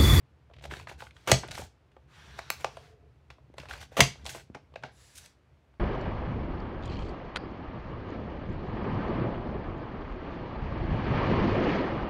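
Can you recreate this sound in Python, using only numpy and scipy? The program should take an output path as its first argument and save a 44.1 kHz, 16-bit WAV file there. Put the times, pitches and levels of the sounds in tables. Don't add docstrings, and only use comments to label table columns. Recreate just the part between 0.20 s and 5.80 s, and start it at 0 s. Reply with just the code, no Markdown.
import sys
import numpy as np
from scipy import signal
from scipy.fft import rfft, irfft
from scipy.io import wavfile
from scipy.ndimage import uniform_filter1d

SR = 44100
rng = np.random.default_rng(int(sys.argv[2]) if len(sys.argv) > 2 else 0)


def bounce(signal):
    frames = np.transpose(np.atleast_2d(signal))
    limited = np.clip(frames, -1, 1)
    pcm = np.round(limited * 32767).astype(np.int16)
    wavfile.write(sys.argv[1], SR, pcm)


def invert_db(x):
    u = np.asarray(x, float) / 20
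    return 10 ** u


N = 246823

# pitch_hz, level_db
AIR_COLOUR = [(150, -30), (250, -1), (700, -4), (1300, -9), (2500, -14), (5000, -24), (8000, -32),
              (16000, -41)]
# start_s, level_db
SHAKE_LEVEL = [(0.0, -57), (0.28, -61.5), (0.5, -47), (1.05, -58), (1.26, -51.5), (1.431, -46),
               (1.52, -65.5), (1.74, -61.5), (2.09, -53), (2.352, -51.5), (2.93, -60), (3.19, -59.5),
               (3.52, -48), (3.79, -60), (3.98, -49), (4.36, -58.5), (4.52, -57.5), (5.6, -63.5)]
# pitch_hz, level_db
SHAKE_COLOUR = [(15, -71.5), (25, -39.5), (46, -6), (59, 5.5), (75, 6.5), (92, -4.5), (139, 0.5),
                (168, -12.5), (352, -20.5), (452, -19), (500, -23), (650, -52.5), (1100, -120)]
# pitch_hz, t60_s
ROOM_DECAY = [(250, 0.31), (660, 0.17), (1740, 0.23), (4590, 0.26), (12100, 0.2)]
# pitch_hz, level_db
ROOM_COLOUR = [(200, -3), (700, 1.5), (2000, -1.5), (5000, 3.5), (12000, -1)]
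# pitch_hz, level_db, t60_s
TABLE_MODES = [(71.4, -11, 0.04), (85, 2, 0.05), (130.7, 5.5, 0.18), (183, -7.5, 0.18), (241, -13, 0.22),
               (346, -5.5, 0.11)]
# start_s, peak_s, end_s, dull_db, bright_db
RUBS = [(0.423, 0.463, 0.43, -45, -51.5), (0.496, 0.516, 0.64, -47.5, -57), (0.528, 0.6, 0.63, -52, -60.5),
        (0.674, 0.694, 0.74, -45.5, -56.5), (0.78, 0.802, 0.89, -55, -57.5), (1.23, 1.23, 1.306, -47, -72),
        (1.296, 1.316, 1.39, -49.5, -58), (1.325, 1.354, 1.36, -47, -49),
        (1.34, 1.385, 1.465, -48.5, -48.5), (2.165, 2.193, 2.18, -49, -56), (2.384, 2.407, 2.47, -54, -57),
        (3.368, 3.39, 3.51, -54.5, -67), (3.485, 3.495, 3.66, -46.5, -56), (3.51, 3.544, 3.55, -49, -54.5),
        (3.588, 3.616, 3.65, -48.5, -53), (3.705, 3.722, 4.1, -59.5, -70), (1.059, 1.07, 1.06, -51, -58),
        (4.054, 4.07, 4.15, -54, -50), (4.085, 4.097, 4.145, -49, -44), (4.095, 4.153, 4.23, -50, -52.5),
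        (4.34, 4.36, 4.35, -53.5, -76), (4.53, 4.545, 4.46, -59, -76), (4.63, 4.65, 4.718, -50.5, -75),
        (3.1, 3.11, 3.15, -61.5, -76), (4.953, 4.952, 5.06, -69, -54), (4.958, 4.983, 5, -76, -49),
        (5.01, 5.063, 5.07, -61, -60)]
# pitch_hz, level_db
RUB_COLOUR = [(88, -35), (150, -6.5), (414, -5), (774, 1.5), (1290, -10.5), (1480, 2), (1690, -3),
              (2220, -3.5), (7470, -17), (14000, -29), (16000, -33.5)]
# start_s, time_to_full_speed_s, end_s, dull_db, bright_db
SLIDES = [(0.93, 0.034, 1.17, -70, -74), (1.869, 0.1, 2.47, -59.5, -70), (2.3, 0.082, 2.76, -64, -71),
          (3.4, 0.033, 3.46, -61, -77), (3.9, 0.035, 4.094, -66, -80), (4.699, 0.11, 5.15, -72, -66)]
# pitch_hz, level_db
SLIDE_COLOUR = [(100, -40), (250, -15), (700, -1), (1600, 0), (2500, -4), (4000, -7.5), (7000, -15.5),
                (16000, -33)]
# start_s, fastest_s, end_s
LONG_SLIDES = [
    (1.93, 2.16, 2.35),
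    (4.72, 4.85, 5.1),
    (2.5, 2.6, 2.92),
]
# start_hz, end_hz, width_hz, level_db
HOLLOWS = [
    [(1800, 1460, 460, -63), (3000, 4200, 700, -62.5), (5800, 5600, 400, -71)],
    [(1650, 1800, 500, -73.5), (3610, 3600, 440, -77), (5000, 5300, 500, -81), (7300, 8060, 810, -71.5),
     (10400, 9400, 900, -73)],
    [(453, 440, 51.2, -64.5), (700, 680, 63, -70.5)],
]
# start_s, peak_db, pitch_hz
BUMPS = [(1.3925, -32.5, 270), (1.3, -39, 120), (1.123, -17, 140), (1.105, -27, 370), (3.811, -16.5, 150),
         (3.4, -42.5, 260), (4.575, -46.5, 105), (4.644, -39, 316), (4.3, -44, 250), (4.3, -41, 265),
         (3.3, -45, 330), (4.036, -44.5, 210), (3.397, -41, 150), (0.57, -42, 340), (0.53, -41, 150),
         (3.8155, -19, 120)]
# start_s, peak_db, centre_hz, contact_s
TICKS = [(1.278, -40, 7000, 0.00065), (1.2845, -36, 2470, .001), (1.2875, -36.5, 3980, 0.00098),
         (1.3105, -33, 3500, 0.0011), (1.3155, -26.5, 4500, 0.00086), (1.255, -51, 3000, .003),
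         (4.045, -46, 5000, 0.0018), (4.0545, -36, 4000, 0.00089), (4.063, -26.5, 3500, .001),
         (4.0695, -32, 3500, .001), (4.126, -37, 6990, .001), (4.16, -47, 10000, .002),
         (4.957, -49, 7810, .002), (4.978, -40, 7500, .002), (5.061, -52, 2593, .001),
         (3.5115, -30, 1700, 0.0011), (4.539, -54.5, 2500, .003), (0.335, -49.5, 2420, 0.0052),
         (0.364, -51, 2500, 0.0037), (0.384, -49.5, 2500, .004), (0.394, -51, 2700, .003),
         (0.41, -53, 2494, 0.0037), (3.575, -45, 700, 0.0045), (3.955, -47, 700, .005),
         (5.342, -64.5, 2000, .003)]
# start_s, peak_db
TOUCHES = [
    (0.299, -50),
    (0.311, -49),
    (0.336, -52),
    (0.364, -55),
    (0.384, -51),
    (0.409, -53),
]
# start_s, peak_db
FLICKS = [
    (4.955, -63.5),
    (4.977, -58),
    (5.059, -58),
]
# start_s, peak_db, shell_hz, edge_db
PRESSES = [(0.439, -39.5, 594, 4.5), (0.452, -36.5, 570, -11), (0.51, -31.5, 1470, -19),
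           (0.519, -38.5, 400, -2), (0.536, -28, 1810, -9), (0.567, -42, 1200, 4.5),
           (0.597, -35.5, 1410, -23), (0.671, -34, 1350, -15), (0.695, -37.5, 2020, -16),
           (0.713, -36, 635, -20), (0.804, -39, 1580, -20), (0.821, -34, 810, -7.5),
           (0.868, -44.5, 1540, -3), (0.908, -44, 2200, -10), (0.965, -47, 1600, 1.5),
           (3.339, -45, 602, -10), (3.381, -34, 712, -3), (3.382, -32, 2950, -17), (3.399, -39, 2950, -30),
           (3.432, -41.5, 546, -8), (3.455, -40, 830, -7), (3.486, -39.5, 2700, -8),
           (3.509, -30.5, 1430, -11), (3.534, -38, 1400, -5), (3.554, -39.5, 1353, -17),
           (3.612, -39.5, 1845, 0), (3.627, -39, 1420, -10), (3.718, -44, 523, -31)]
# start_s, peak_db, shell_hz, edge_db
NUDGES = [(1.716, -64, 677, 3.5), (1.765, -43, 786, -19), (2.399, -46, 1160, -6), (2.569, -33, 680, -5.5),
          (3.183, -50, 710, -23.5), (4.521, -55, 650.2, -18.5), (4.538, -44.5, 648, -14),
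          (4.625, -48, 808, -2), (5.539, -56.5, 847, -13.5), (4.357, -40.5, 448, -21),
          (4.368, -42, 753.9, -16), (4.645, -37.5, 603, -18), (4.66, -43, 496, -16),
          (4.682, -48.5, 700, -14)]
# start_s, peak_db, shell_hz, edge_db
RETURNS = [(1.234, -30, 730, -27), (1.244, -37, 445, -27), (1.286, -41, 770, -8), (1.31, -37, 2200, 0),
           (1.315, -35.5, 2210, -1), (1.352, -32, 2920, -16), (1.377, -28, 910, -18),
           (1.393, -33.5, 560, -12), (1.418, -34, 750, -13.5), (4.053, -35.5, 790, -4),
           (4.063, -34.5, 860, 1.5), (4.071, -40.5, 790, -14), (4.079, -40.5, 700, -16),
           (4.16, -40.5, 706, -10), (4.092, -39, 1932, 3.5), (4.147, -33.5, 780, -4.5)]
# start_s, peak_db, thump_db, contact_s
SEATS = [
    (2.189, -33.5, -13, 0.0036),
    (2.302, -17.5, -45, 0.0014),
    (2.444, -21, -24.5, 0.003),
    (3.102, -46.5, -13, 0.0041),
    (4.347, -39.5, -7, 0.0041),
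    (4.557, -35.5, -17, 0.0033),
    (4.635, -34.5, -7.5, 0.0029),
]
# pitch_hz, level_db
SEAT_COLOURS = [
    [(180, -36.5), (300, -10), (703, 7), (1650, 2), (2210, -3.5), (2690, -15), (3860, -5.5), (15000, -30.5)],
    [(180, -48), (300, -16), (2440, 1.5), (3270, -17), (4320, -4.5), (5010, -5), (7920, -9), (9330, -10.5),
     (15000, -11.5)],
    [(180, -45), (300, -14), (541, -3), (1170, -3.5), (1850, -8.5), (2600, -11), (4250, -18.5),
     (5530, -18.5), (15000, -43)],
    [(180, -42), (300, 3), (2000, 3.5), (2560, 2), (3020, -11), (3440, 0), (15000, -30)],
    [(180, -42), (300, 0.5), (841, -0.5), (2280, -6.5), (4250, -20), (5350, -19), (9330, -35),
     (15000, -72.5)],
    [(180, -29), (300, -25), (577, 3), (1150, -16.5), (2600, -9.5), (3170, -26), (3790, -22),
     (15000, -52.5)],
    [(180, -37), (300, -13.5), (841, 1.5), (1210, -13), (1520, 5), (1850, -7.5), (5260, -20.5),
     (15000, -56)],
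]
# pitch_hz, width_hz, level_db
SEAT_RINGS = [
    [(700, 150, 2.5), (1660, 240, -3.5), (2200, 200, -3)],
    [(1600, 410, -3.8), (2600, 330, -2), (4440, 640, -3.5), (5390, 180, -9), (6380, 200, -6),
     (7760, 190, -4)],
    [(560, 130, -5), (830, 220, 4), (1140, 76, -1), (2600, 170, -11), (5660, 210, -20)],
    [(1180, 280, -4), (2580, 360, 1), (3500, 170, -5), (5420, 120, -10)],
    [(840, 170, 0.5), (1470, 159.7, -2), (2190, 220, -7), (5230, 200, -16.5)],
    [(635, 110, 1), (1660, 110.5, -8), (2570, 130, -9), (3730, 229, -21)],
    [(850, 180, 1), (1476, 140, -3), (2240, 170, -5), (5200, 180, -20)],
]
# start_s, level_db, boom_db
BITES = [
    (1.073, -24, -1.5),
    (1.083, -27, -5),
    (1.0945, -23, -6),
    (1.103, -27, -4),
    (3.767, -24, -11.5),
    (3.775, -28, -6.5),
    (3.781, -27.5, -3.5),
    (3.7895, -26, 6),
    (3.795, -29, 8),
]
# pitch_hz, level_db
BITE_COLOUR = [(120, -44), (200, -14.5), (558, 1), (1100, -10), (1250, -4), (1480, -9.5), (2860, -11),
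               (5130, -23), (6170, -19.5), (8420, -28), (16000, -31.5)]
# pitch_hz, level_db, t60_s
BASE_MODES = [(460, 0, 0.0078), (594, -5, 0.022), (1150, -7, 0.013)]
# start_s, peak_db, thump_db, thump_delay_s, rattle_s
SNAPS = [
    (1.115, -3, -9, 0.008, 0.0055),
    (3.804, 0, -14, 0.0088, 0.0066),
]
# pitch_hz, level_db
SNAP_COLOURS = [
    [(180, -33.5), (300, -8.5), (700, 0), (1050, -11), (2100, -6), (2900, -8.5), (4440, -11), (5340, -14.5),
     (6410, -7), (6960, -15.5), (7820, -14), (14200, -29.5), (16000, -37)],
    [(180, -44.5), (300, -11), (700, -8), (1530, -10.5), (2170, 0.5), (3760, -11), (4830, -11),
     (5340, -14.5), (6100, -11), (7820, -14.5), (16000, -33)],
]
# pitch_hz, level_db, t60_s
SNAP_RINGS = [
    [(673, 3, 0.08), (1220, -17, 0.05), (2290, -20, 0.05), (2940, -18, 0.07), (4447, -24, .06),
     (6300, -26, .07)],
    [(703, -1, 0.084), (2010, -4.5, 0.075), (2098, -4, 0.09), (3200, -8, 0.088), (4700, -15.5, .11),
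     (4888, -12, 0.11), (6200, -22, .07)],
]
# start_s, peak_db
BLOWS = [(1.1161, -5), (1.117, -3.5), (1.118, -4), (1.1206, -13.5), (1.1227, -14.5), (3.805, -3),
         (3.8058, -4.5), (3.807, -4), (3.8083, -5), (3.8136, -14.5), (3.8254, -20)]


def evened(x):
    return x / np.sqrt(np.mean(x ** 2) + 1e-20)


def peaked(x):
    return x / (abs(x).max() + 1e-20)


def read(points, hz):
    f, value = np.transpose(points)
    return np.interp(np.log(hz + 1), np.log(f + 1), value)


def add(mix, s, sound):
    part = mix[round(s * SR):][:len(sound)]
    part += sound[:len(part)]


def coloured(x, spectrum):
    level_db = read(spectrum, abs(np.fft.fftfreq(8192, 1 / SR)))
    log_gain = np.log(invert_db(np.maximum(level_db, -100)))
    taps = np.fft.ifft(np.exp(np.conj(signal.hilbert(log_gain)))).real[:4096]
    return signal.oaconvolve(x, taps)[:len(x)]


def band(x, lo_hz, hi_hz, order=3):
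    return signal.sosfilt(signal.butter(order, [lo_hz, hi_hz], "band", fs=SR, output="sos"), x)


def split(full, power):
    low = signal.oaconvolve(full, signal.firwin(15, 4500, fs=SR), "same")
    return np.sqrt(power[0]) * evened(low) + np.sqrt(power[1]) * evened(full - low)


def patchy(x, patch_db, order):
    z = signal.stft(x, nperseg=256, noverlap=192)[2]
    patches = uniform_filter1d(rng.standard_normal(z.shape[::-1]), order, 0)
    patches = evened(uniform_filter1d(patches, 4, 1))
    return signal.istft(z * invert_db(patch_db * patches.T), nperseg=256, noverlap=192)[1][:len(x)]


def contact(noise, contact_s):
    u = np.arange(noise.shape[-1]) / SR / np.clip(contact_s, .0003, .03)
    return noise * u ** .55 * np.exp(-u ** 1.15)


def burst(shape):
    x = rng.standard_normal(len(shape)) * shape
    for _ in range(2):
        z = rfft(x)
        x = irfft(z / (abs(z) + 1e-12), len(x))
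        x = x * shape / np.sqrt(abs(uniform_filter1d(x ** 2, 60)) + 1e-12)
    return x


def ring(modes, seconds):
    t = np.arange(round(seconds * SR)) / SR
    return sum(invert_db(db - 60 * t / t60) * np.sin(2 * np.pi * hz * t) for hz, db, t60 in modes)


def air():
    return invert_db(-71) * evened(coloured(rng.standard_normal(N), AIR_COLOUR))


def shake():
    lumps = invert_db(1.5 * evened(uniform_filter1d(rng.standard_normal(N), 1500)))
    level = invert_db(np.interp(np.arange(N) / SR, *np.transpose(SHAKE_LEVEL)))
    return level * evened(coloured(rng.standard_normal(N) * lumps, SHAKE_COLOUR))


def room(x):
    taps = rng.choice([-1., 0, 0, 1.], (3, SR // 3))
    hz, t, z = signal.stft(taps, SR, nperseg=256)
    level_db = read(ROOM_COLOUR, hz)[:, None] - 60 * t / read(ROOM_DECAY, hz)[:, None]
    tails = signal.istft(z * invert_db(level_db), SR, nperseg=256)[1]
    tails *= np.clip((np.arange(tails.shape[1]) / SR - .002) / 0.0044, 0, 1)
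    turn = np.arange(N) / SR * 47 + np.arange(3)[:, None] * np.pi / 3
    shares = np.sqrt(2 / 3) * np.cos(turn)
    return signal.oaconvolve(x * shares, tails / np.linalg.norm(tails[0]), axes=1)[:, :N].sum(0)


def thump(push_s):
    push = np.hanning(round(push_s * SR))
    return peaked(signal.oaconvolve(ring(TABLE_MODES, 0.37), push))


def bumps():
    out = np.zeros(N)
    for s, db, hz in BUMPS:
        jolt = band(ring([(hz, 0, 3.5 / hz)], .08), 60, 1500, order=1)
        add(out, s, -invert_db(db) * peaked(jolt))
    return out


def rubs():
    clumps = evened(uniform_filter1d(rng.standard_normal(N), 160))
    slips = rng.standard_normal(N) * invert_db(1.5 * rng.exponential(1, N) + 2 * clumps)
    t = np.arange(0, N / SR + .002, .001)
    power = np.zeros((2, len(t)))
    for start, top, end, *db in RUBS:
        times = [start - .01, start, top, end, end + .03]
        stroke_db = np.interp(t, times, [-60, -17.5, 0, -17.5, -60])
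        power += np.outer(invert_db(db), invert_db(stroke_db)) ** 2
    power = np.array([np.interp(np.arange(N) / SR, t, row) for row in power])
    return patchy(split(coloured(slips, RUB_COLOUR), power), 2.8, order=5)


def slides():
    t = np.arange(0, N / SR + .002, .001)
    power = np.zeros((2, len(t)))
    for start, swell_s, end, *db in SLIDES:
        slowing_s = 0.25 * (end - start)
        held = np.clip(np.minimum((t - start) / swell_s, (end - t) / slowing_s), 0, 1)
        power += np.outer(invert_db(db), held) ** 2
    power = np.array([np.interp(np.arange(N) / SR, t, row) for row in power])
    return patchy(split(coloured(rng.standard_normal(N), SLIDE_COLOUR), power), 1.5, order=12)


def hollows():
    out = np.zeros(N)
    for (start, top, end), bands in zip(LONG_SLIDES, HOLLOWS):
        t = np.arange(start, end, 1 / SR)
        speed = np.interp(t, [start, top, end - .04, end], [0.32, 0.99, 0.66, 0])
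        for from_hz, to_hz, width_hz, db in bands:
            turn = np.exp(2j * np.pi * np.cumsum(np.linspace(from_hz, to_hz, len(t))) / SR)
            r = np.exp(-np.pi * width_hz / SR)
            hiss = signal.lfilter([1], np.convolve([1, -r], [1, -r]), rng.standard_normal(len(t)) / turn)
            add(out, start, invert_db(db) * speed * evened((turn * hiss).real))
    return patchy(out, 1.5, order=30)


def ticks():
    out = np.zeros(N)
    for s, db, hz, contact_s in TICKS:
        force = burst(contact(np.ones(1500), contact_s))
        add(out, s, invert_db(db) * peaked(band(force, 0.68 * hz, min(1.47 * hz, SR / 3), order=2)))
    return out


def knock(db, hz, clack_db, tick_db, contact_s, table):
    force = contact(rng.standard_normal((3, 4000)), contact_s)
    shell = ring([(hz, 0, 7 / hz), (1.45 * hz, -5, 5 / hz)], .04)
    rung = signal.oaconvolve(force[0], shell)[:len(force[0])]
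    body = peaked(band(rung, 0.42 * hz, 5.0 * hz))
    clack = invert_db(clack_db - 1.5) * peaked(band(force[1], 1300, 3800, order=4))
    tick = invert_db(tick_db + 6.5) * peaked(band(force[2], 2700, 9400, order=3))
    sound = invert_db(-25.5) * table
    add(sound, 0, body + clack + tick)
    return invert_db(db + 0.5) * sound


def knocks():
    # start_s, peak_db, shell_hz, clack_db, tick_db
    rows = [(s, db, hz, edge_db, edge_db - 18.5) for s, db, hz, edge_db in PRESSES + NUDGES]
    rows += [(s, db, hz, edge_db, edge_db - 9) for s, db, hz, edge_db in RETURNS]
    rows += [(s, db, 660, -14, -50) for s, db in TOUCHES]
    rows += [(s, db, 3080, -14, 9) for s, db in FLICKS]
    table = thump(0.013)
    out = np.zeros(N)
    for s, db, hz, clack_db, tick_db in rows:
        contact_s = .0027 * (1000 / hz) ** 0.12
        add(out, s, knock(db, hz, clack_db, tick_db, contact_s, table))
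    return out


def seatings():
    out = np.zeros(N)
    for (s, db, thump_db, contact_s), colour, peaks in zip(SEATS, SEAT_COLOURS, SEAT_RINGS):
        force = burst(contact(np.ones(4000), contact_s))
        add(out, s, invert_db(db + 5) * peaked(coloured(force, colour)))
        modes = [(hz, level + 20 * np.log10(width), 2.2 / width) for hz, width, level in peaks]
        rung = signal.oaconvolve(force, ring(modes, .03))
        add(out, s, invert_db(db + 0.4) * peaked(band(rung, 460, 13500)))
        add(out, s + 0.0022, invert_db(db + thump_db) * thump(0.0014))
    return out


def crunch():
    out, t = np.zeros(N), np.arange(0, .045, 1 / SR)
    rise_s, fade_s = 0.0027, 0.011
    for s, db, boom_db in BITES:
        tears = rng.standard_normal(len(t)) * invert_db(2.5 * rng.exponential(1, len(t)))
        boom = evened(signal.oaconvolve(tears, ring(BASE_MODES, .03))[:len(t)])
        sound = evened(coloured(tears, BITE_COLOUR)) + invert_db(boom_db) * boom
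        left_s = min(snap[0] - s for snap in SNAPS if snap[0] > s)
        bite = np.minimum(t / rise_s, np.exp(-(t - rise_s) / fade_s))
        add(out, s, invert_db(db) * sound * bite * np.clip((left_s - t) / .002, 0, 1))
    return patchy(out, 1.7, order=4)


def snaps():
    out, t, u = np.zeros(N), np.arange(3000) / SR, np.arange(8000) / SR
    for (s, db, thump_db, late_s, rattle_s), colour, modes in zip(SNAPS, SNAP_COLOURS, SNAP_RINGS):
        settling = invert_db(-12.5) * np.exp(-(t / (1.6 * rattle_s)) ** 3)
        blows = burst(np.minimum(t / .0014, 1) * (np.exp(-(t / rattle_s) ** 3) + settling))
        add(out, s, invert_db(db - 2.5) * peaked(coloured(blows, colour)))
        for at, blow_db in BLOWS:
            if abs(at - s) < .1:
                blow = burst(contact(np.ones(3000), .0004))
                add(out, at, invert_db(blow_db) * peaked(coloured(blow, colour)))
        damped = [(hz, level, min(t60, .11)) for hz, level, t60 in modes]
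        add(out, s, invert_db(db - 15.5) * peaked(signal.oaconvolve(blows, ring(damped, .4))))
        add(out, s + .02, invert_db(db - 23) * peaked(signal.oaconvolve(blows, ring(damped[1:], .4))))
        chatter = rng.standard_normal(len(u)) * np.minimum(u / 0.0078, 1) * np.exp(-u / 0.025)
        add(out, s, invert_db(db - 19) * patchy(peaked(coloured(chatter, colour)), 2.9, order=4))
        add(out, s + late_s, -invert_db(db + thump_db) * thump(0.0022))
    return out


def scene():
    near = bumps() + rubs() + slides() + hollows() + ticks() + knocks() + seatings() + crunch() + snaps()
    return (near + invert_db(-10) * room(near) + shake() + air())[None]


def low_pass(x):
    return signal.sosfilt(signal.butter(12, 16650, fs=SR, output="sos"), x)


def record(dry):
    x = signal.sosfilt(signal.butter(5, 60, "high", fs=SR, output="sos"), dry)
    x = x / (1 + (abs(x) / .9) ** 6) ** (1 / 6)
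    x = signal.sosfilt(signal.butter(16, 15700, "low", fs=SR, output="sos"), x)
    return low_pass(x)


dry = scene()
out = record(dry)
bounce(out)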